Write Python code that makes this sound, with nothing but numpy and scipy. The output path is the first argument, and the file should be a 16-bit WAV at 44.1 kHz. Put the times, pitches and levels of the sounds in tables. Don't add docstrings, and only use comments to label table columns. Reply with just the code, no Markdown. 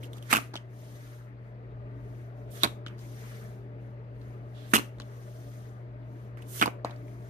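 import sys
import numpy as np
from scipy import signal
from scipy.io import wavfile
from scipy.ndimage import uniform_filter1d

SR = 44100
rng = np.random.default_rng(int(sys.argv[2]) if len(sys.argv) > 2 else 0)


def dump_mix(stems):
    frames = np.atleast_2d(stems).T
    limited = np.clip(frames, -1, 1)
    pcm = np.round(limited * 32767).astype(np.int16)
    wavfile.write(sys.argv[1], SR, pcm)


def to_linear_factor(level_db):
    exponent = np.asarray(level_db, float) / 20
    return 10 ** exponent


N = 321489

STEADY, SUDDEN = 2.5, 1.2


def evened(x):
    return x / np.sqrt(np.mean(x ** 2) + 1e-20)


def peaked(x):
    return x / (abs(x).max() + 1e-20)


def read(points, hz):
    f, value = np.transpose(points)
    return np.interp(np.log(hz + 1), np.log(f + 1), value)


def ring(x, hz, t60):
    r = 10 ** (-3 / (t60 * SR))
    return signal.lfilter([1, 0, -1], [1, -2 * r * np.cos(2 * np.pi * hz / SR), r * r], x)


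def twice(x, hz, t60):
    return peaked(ring(ring(x, hz, t60), hz, t60 / 2))


def port_noise(shape_db, same, lag_s, pan_db, size, patchy_db):
    hop = size // 4
    hz = np.fft.rfftfreq(size, 1 / SR)
    a, b, c, d, patches = rng.standard_normal((N // hop + 5, len(hz), 5)).T
    for axis in (0, 1):
        patches = uniform_filter1d(patches, size=10, axis=axis)
    alike = np.clip(same(hz), 0, 1)[:, None]
    right = a + 1j * b
    delay = np.exp(-2j * np.pi * hz * lag_s)[:, None]
    left = alike * right * delay + np.sqrt(1 - alike ** 2) * (c + 1j * d)
    pan = to_linear_factor(pan_db(hz) / 2)[:, None]
    spectra = np.array([left * pan, right / pan])
    spectra *= to_linear_factor(shape_db(hz)[:, None] + patchy_db * evened(patches))
    return evened(signal.istft(spectra, nperseg=size, noverlap=size - hop)[1][:, :N])


def strokes(rows, power, extra_db=0):
    t = np.arange(0, N / SR + .01, .001)
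    peak, rise, fall, db = np.array(rows).T[:4, :, None]
    away = np.maximum((peak - t) / rise, (t - peak) / fall)
    each = to_linear_factor(db + extra_db - 30 * abs(away) ** power)
    return np.interp(np.arange(N) / SR, t, np.sqrt((each ** 2).sum(0)))


def background(wash_db=-7, second_db=-26):
    # t/s, level/dB
    hum_level = [(0.0, -43), (0.1, -42), (0.3, -43.5), (0.6, -45.5), (1.44, -45.5), (1.87, -42), (2.5, -43),
                 (2.7, -42.5), (4.16, -43), (4.3, -42.3), (4.63, -43.5), (7.07, -42.5), (7.29, -43)]
    # f/Hz, density/dB per Hz
    wash_shape = [(15, -68), (25, -38.5), (54, -27.5), (86, -27), (101, -12.5), (125, -14.5), (150, -16),
                  (202, -18.5), (237, -34.5), (264, -22.5), (543, -25), (604, -17.5), (769, -26),
                  (833, -26), (15000, -78.5)]
    # f/Hz, width/Hz, level/dB
    ducts = [(59.07, 12, 0.5), (208.7, 16, -4), (284, 13, -3.5), (360, 81, -10), (430, 90, -9.5),
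             (593, 43, -8.5), (1200, 30, -20.5)]
    # f/Hz, likeness [0-1]
    likeness = [(60, 0.84), (290, .93), (700, 0.98), (1500, 0.67), (4000, 0.1), (15000, .1)]
    # f/Hz, left minus right/dB
    wash_pan = [(60, -0.5), (180, 2.5), (550, -2), (1650, 9), (4970, 4.5), (15000, -13.5)]
    t = np.arange(N) / SR

    def colour(hz):
        humps = sum(to_linear_factor(2 * db) / (1 + (2 * (hz - f) / w) ** 2) ** 2 for f, w, db in ducts)
        return 10 * np.log10(to_linear_factor(2 * read(wash_shape, hz) - 4.0) + humps * to_linear_factor(-14.0))

    wash = port_noise(colour, lambda hz: read(likeness, hz), -0.00034, lambda hz: read(wash_pan, hz),
                      size=4096, patchy_db=1.8)
    wash += to_linear_factor(-42.0) * evened(np.diff(rng.standard_normal((2, N + 1))))
    turn = 2 * np.pi * 119.8 * t
    hum = np.sqrt(2) * (np.sin(turn + [[.15], [0]]) + to_linear_factor(second_db) * np.sin(2 * turn))
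    hum *= to_linear_factor([[1.2], [-1.3]])
    return to_linear_factor(np.interp(t, *np.transpose(hum_level))) * (hum + to_linear_factor(wash_db) * wash)


def room(x):
    # f/Hz, t60/s
    decay = [(150, 0.33), (500, 0.33), (1500, 0.3), (4000, 0.2), (8000, 0.21), (14000, 0.16)]
    taps = np.zeros((2, SR // 2))
    at = np.arange(120, SR // 2 - 20, 20) + rng.integers(0, 20, (2, (SR // 2 - 121) // 20))
    np.put_along_axis(taps, at, rng.choice([-1., 1.], at.shape), 1)
    taps[0] = 0.12 * np.roll(taps[1], 12) + 1.6 * taps[0]
    hz, t, spectra = signal.stft(taps, SR, nperseg=256)
    fading = spectra * to_linear_factor(-60 * t / read(decay, hz)[:, None])
    tail = signal.istft(fading, SR, nperseg=256)[1]
    return signal.fftconvolve(x.mean(0)[None], tail / np.linalg.norm(tail[0]), axes=1)[:, :N]


def slides():
    # peak t/s, rise/s, fall/s, hiss level/dB, scrape against hiss/dB
    table_slides = [(0.84, 0.19, 0.36, -69.5, -21), (1.06, 0.38, 0.28, -68, 0.5),
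                    (1.49, 0.12, 0.059, -86, -1), (2.18, 0.32, 0.2, -77, 2), (2.39, 0.069, 0.14, -80.5, -7),
                    (3.02, 0.063, 0.4, -66.5, -9), (3.27, 0.22, 0.41, -64, 2), (3.84, 0.075, .17, -84, 4),
                    (4.27, 0.18, 0.2, -78, 5), (5.17, 0.3, .25, -73, 0), (5.5, 0.57, 0.38, -69, -4.5),
                    (6.23, 0.27, 0.13, -78, 1), (6.95, 0.095, 0.13, -77, 6.5), (7.13, .2, .07, -74, -3),
                    (7.3, 0.22, .1, -72.5, -4)]
    deck_pulls = [(0.054, 0.1, 0.053, -63, -4), (0.178, 0.13, 0.037, -65, -2), (0.29, 0.2, .02, -64, 1),
                  (0.31, 0.023, 0.16, -40, -0.5), (0.54, 0.01, 0.16, -70, 12.5),
                  (2.575, 0.1, 0.2, -57.5, -4), (2.632, 0.039, 0.15, -54.5, -2),
                  (2.868, 0.0073, 0.23, -76, 13.5), (4.69, 0.38, .05, -69, 3),
                  (4.718, 0.02, 0.035, -58.5, 3.5), (4.74, 0.013, 0.15, -44.5, -11),
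                  (5.002, 0.0054, .15, -83.5, 17.5), (6.375, .006, .12, -73.5, 11),
                  (6.422, .015, 0.033, -67, 0), (6.605, 0.17, 0.13, -47, -5.5),
                  (6.85, .005, 0.15, -68.5, 17)]
    # f/Hz, density/dB per Hz
    hiss_shape = [(1760, -44), (3000, -1), (4840, -4.5), (6340, -1), (7810, -9.5), (8460, -6.5),
                  (13900, -5.5), (15000, -9.5)]
    # f/Hz, density/dB per Hz
    scrape_shape = [(500, -44.5), (1100, 1), (2000, 3), (3300, -14), (5000, -19.5), (6000, -62)]
    hiss = port_noise(lambda hz: read(hiss_shape, hz), lambda hz: 0.15 + 0 * hz, 0.00022,
                      np.zeros_like, size=256, patchy_db=1.5)
    scrape = port_noise(lambda hz: read(scrape_shape, hz), lambda hz: 0.4 + 0 * hz, 0.00027,
                        np.zeros_like, size=512, patchy_db=2.5)
    side = np.array([[.5], [-.5]])
    fine, coarse = to_linear_factor(-99 + side * 4.5), to_linear_factor(-72.5 + side * 4.5)
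    for rows, power, pan_db in ((table_slides, STEADY, 1), (deck_pulls, SUDDEN, -4)):
        pan = to_linear_factor(side * pan_db)
        scrape_db = np.array(rows)[:, -1:]
        fine = np.hypot(fine, strokes(rows, power) * pan)
        coarse = np.hypot(coarse, strokes(rows, power, scrape_db) * pan)
    return to_linear_factor(6.0) * (fine * hiss + coarse * scrape)


def push():
    pushes = [
        (2.59, 0.14, .05, -62.5),
        (2.625, 0.032, .008, -47.5),
        (4.575, 0.05, 0.23, -61.5),
    ]
    rub = evened(ring(rng.standard_normal((2, N)), 3400, 0.0031))
    return rub * strokes(pushes, STEADY) * to_linear_factor([[-3.5], [3.5]])


def wipe():
    wipes = [
        (2.522, 0.025, 0.16, -53),
        (4.715, 0.04, 0.075, -54),
        (6.51, 0.047, .1, -48),
        (6.575, 0.084, .07, -41),
    ]
    treble = signal.butter(3, 7500, "high", fs=SR)
    fizz = evened(signal.lfilter(*treble, rng.standard_normal((2, N))))
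    return fizz * strokes(wipes, STEADY) * to_linear_factor([[-3.2], [3.2]])


def slips(rows, edge_db, weight_db, octave_db=11.5):
    return [(s, db + edge_db + octave_db * np.log2(hz / 2700), hz, db, knock_db,
             -29.5 + weight_db + 0.6 * (knock_db + 20.5)) for s, db, hz, knock_db in rows]


def clicks(rows, knocks, lag_s, ports_db, low_hz, top_hz, drag_db, card_t60, shadow_db):
    knock_t60, thump_t60, rattle_t60, drag_t60 = .0065, .015, .005, 0.04
    out, t = np.zeros((2, N + 4000)), np.arange(3000) / SR
    chance = rng.standard_normal((len(rows), 3, len(t)))
    bright = signal.butter(2, [low_hz, min(top_hz, 20000)], "band", fs=SR)
    rattle, drag = to_linear_factor(-60 * t / rattle_t60), to_linear_factor(drag_db - 60 * t / drag_t60)
    for (s, tick_db, ring_hz, ring_db, knock_db, thump_db), (shared, *own) in zip(rows, chance):
        tune = 1 + 0.16 * np.tanh(shared[-2:])
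        knock_hz = np.interp(s, *np.transpose(knocks))
        for port in (0, 1):
            blow = (shared + 0.82 * own[port]) * rattle - 2.7 * (t == 0)
            tick = peaked(signal.lfilter(*bright, blow + own[port] * (1.2 * rattle + 5.5 * drag)))
            blow = blow + shared[::-1] * drag
            card = twice(blow, ring_hz, card_t60)
            knock = twice(blow, knock_hz * tune[0], knock_t60)
            knock += 0.43 * twice(blow, knock_hz * 0.7, knock_t60)
            knock -= 0.2 * twice(blow, knock_hz * 1.8, knock_t60)
            shove = shared * rattle - 2.4 * (t == 0)
            thump = twice(shove, 240 * tune[1], thump_t60) + .07 * twice(shove, 60, 0.07)
            sound = to_linear_factor(tick_db + 3.0 - shadow_db * (6 - port)) * tick
            sound += to_linear_factor(ring_db + 0.67) * card
            sound += to_linear_factor(knock_db + 2.5) * peaked(knock)
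            sound += to_linear_factor(thump_db + 1.5) * thump
            at = round((s + lag_s * (1 - port)) * SR)
            out[port, at:at + len(t)] += sound * to_linear_factor(ports_db[port])
    return out[:, :N]


def landings():
    # t/s, snap level/dB, card ring f/Hz, table knock level/dB
    touches = [(0.5365, -44, 3600, -41), (0.5403, -39, 4450, -33.5), (0.5554, -29, 3760, -31),
               (0.5641, -30.5, 3140, -59), (0.5735, -33, 3120, -67.5), (2.8636, -34, 3270, -34.5),
               (2.8713, -36, 3050, -51), (2.882, -37.5, 3000, -65), (2.9824, -57, 4400, -62),
               (2.9916, -50.5, 4623, -59), (4.215, -56, 4120, -59.5), (4.9848, -52.5, 3600, -51),
               (4.9999, -37.5, 4180, -38), (5.0089, -41.5, 3040, -50), (5.0185, -40.5, 3280, -63),
               (6.8472, -33, 4200, -17.5), (6.8574, -43, 2350, -32), (6.8958, -45, 2370, -38),
               (6.9087, -44, 3820, -47.5), (6.962, -57, 4500, -61.5), (7.0817, -49.5, 2200, -63)]
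    # t/s, f/Hz
    table_knock = [
        (.54, 727),
        (2.87, 1250),
        (5.01, 845),
        (6.848, 682),
    ]
    return clicks(slips(touches, -5.5, -1.54, octave_db=17), table_knock, .0001, (-.1, -1.5), low_hz=2200,
                  top_hz=6500, drag_db=-13.5, card_t60=0.0041, shadow_db=1.2)


def deals():
    # t/s, snap level/dB, card ring f/Hz, deck knock level/dB
    fumbles = [(0.0303, -38.5, 2290, -62.5), (0.0345, -36, 2900, -57), (0.0385, -46, 3070, -60),
               (0.0423, -40, 2900, -55), (0.0551, -57, 2640, -68.5), (0.132, -38.5, 3540, -47.5),
               (0.1692, -52, 4680, -60.5), (0.1818, -43.5, 3210, -67), (0.2257, -39.5, 3200, -66.5),
               (0.234, -48.5, 2250, -65), (2.5173, -55.5, 6020, -59.5), (6.3721, -47.5, 2480, -43.5),
               (6.389, -65, 5000, -66), (6.4229, -42, 2900, -66), (6.4986, -63, 6500, -64),
               (6.5964, -30, 3050, -42)]
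    deal_1 = [(0.3061, -27.5, 1820, -29), (0.3125, -23, 2510, -31), (0.3148, -16.5, 2200, -28.5),
              (0.322, -21.5, 1980, -30), (0.3275, -8, 2590, -9.5), (0.3308, -12, 2440, -10),
              (0.3365, -14.5, 2900, -17), (0.3391, -21.5, 2070, -17), (0.3494, -19, 2800, -16.5),
              (0.355, -21.5, 2400, -24.5), (0.3593, -15.5, 2665, -20), (0.3677, -15, 2400, -17),
              (0.3765, -28.5, 3220, -22.5), (0.385, -35.5, 3000, -24)]
    deal_2 = [
        (2.6338, -5, 3630, -16),
        (2.6374, -22.5, 2080, -20),
        (2.6403, -18, 2100, -17),
        (2.645, -15, 4100, -18),
        (2.649, -22.5, 2200, -26),
        (2.654, -37.5, 4270, -21.5),
        (2.6598, -33.5, 3170, -23),
        (2.673, -35, 3090, -32),
    ]
    deal_3 = [(4.7346, -16, 2220, -10.5), (4.7371, -13.5, 3100, -6), (4.7404, -14.5, 3540, -22),
              (4.7446, -12, 2300, -14), (4.749, -8.5, 2040, -23), (4.7537, -12.5, 3120, -15),
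              (4.7582, -14, 2870, -14), (4.7603, -25, 2530, -23), (4.7654, -10.5, 2710, -20),
              (4.7727, -26, 2360, -39.5), (4.7796, -25, 2840, -22.5), (4.7867, -30.5, 4160, -24.5),
              (4.7939, -29.5, 2820, -26.5)]
    deal_4 = [(6.6136, -13.5, 3300, -14), (6.6183, -19.5, 2620, -11), (6.6246, -10, 2520, -9),
              (6.627, -25, 2960, -21), (6.6321, -16.5, 2220, -16), (6.6374, -19, 2340, -17),
              (6.6433, -37, 2640, -26), (6.6587, -24, 4100, -16.5), (6.6675, -32.5, 2740, -28),
              (6.6716, -44, 2260, -21.5), (6.6774, -48, 1920, -21.5)]
    grip_db = [
        -4,
        0,
        -9,
        0,
        -7.5,
    ]
    hand_db = [
        1,
        -1,
        1.5,
        3.5,
        0,
    ]
    # t/s, f/Hz
    deck_knock = [
        (0.329, 1220),
        (.37, 1266),
        (2.639, 934),
        (4.735, 1038),
        (4.762, 1180),
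        (6.629, 1200),
        (6.67, 676),
    ]
    snaps = sum(map(slips, (fumbles, deal_1, deal_2, deal_3, deal_4), grip_db, hand_db), [])
    return clicks(snaps, deck_knock, 0.00037, (-4.5, -.1), low_hz=3600, top_hz=14700, drag_db=-12.0,
                  card_t60=.0036, shadow_db=0.5)


def scene():
    hits = landings() + deals()
    return background() + to_linear_factor(-11.5) * room(hits) + slides() + push() + wipe() + hits


def roll_off(x):
    return signal.sosfilt(signal.butter(12, 16510, fs=SR, output="sos"), x)


def record(dry):
    edge, leak = (signal.firwin(511, hz, window=("kaiser", 8), fs=SR) for hz in (14550, 16400))
    loudness = np.minimum(uniform_filter1d(abs(dry), size=200, axis=1) / .07, 1)
    limited = signal.oaconvolve(dry, edge[None], "same")
    limited += to_linear_factor(-27) * signal.oaconvolve(dry * loudness, leak[None], "same")
    return roll_off(limited)


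dry = scene()
out = record(dry)
dump_mix(out)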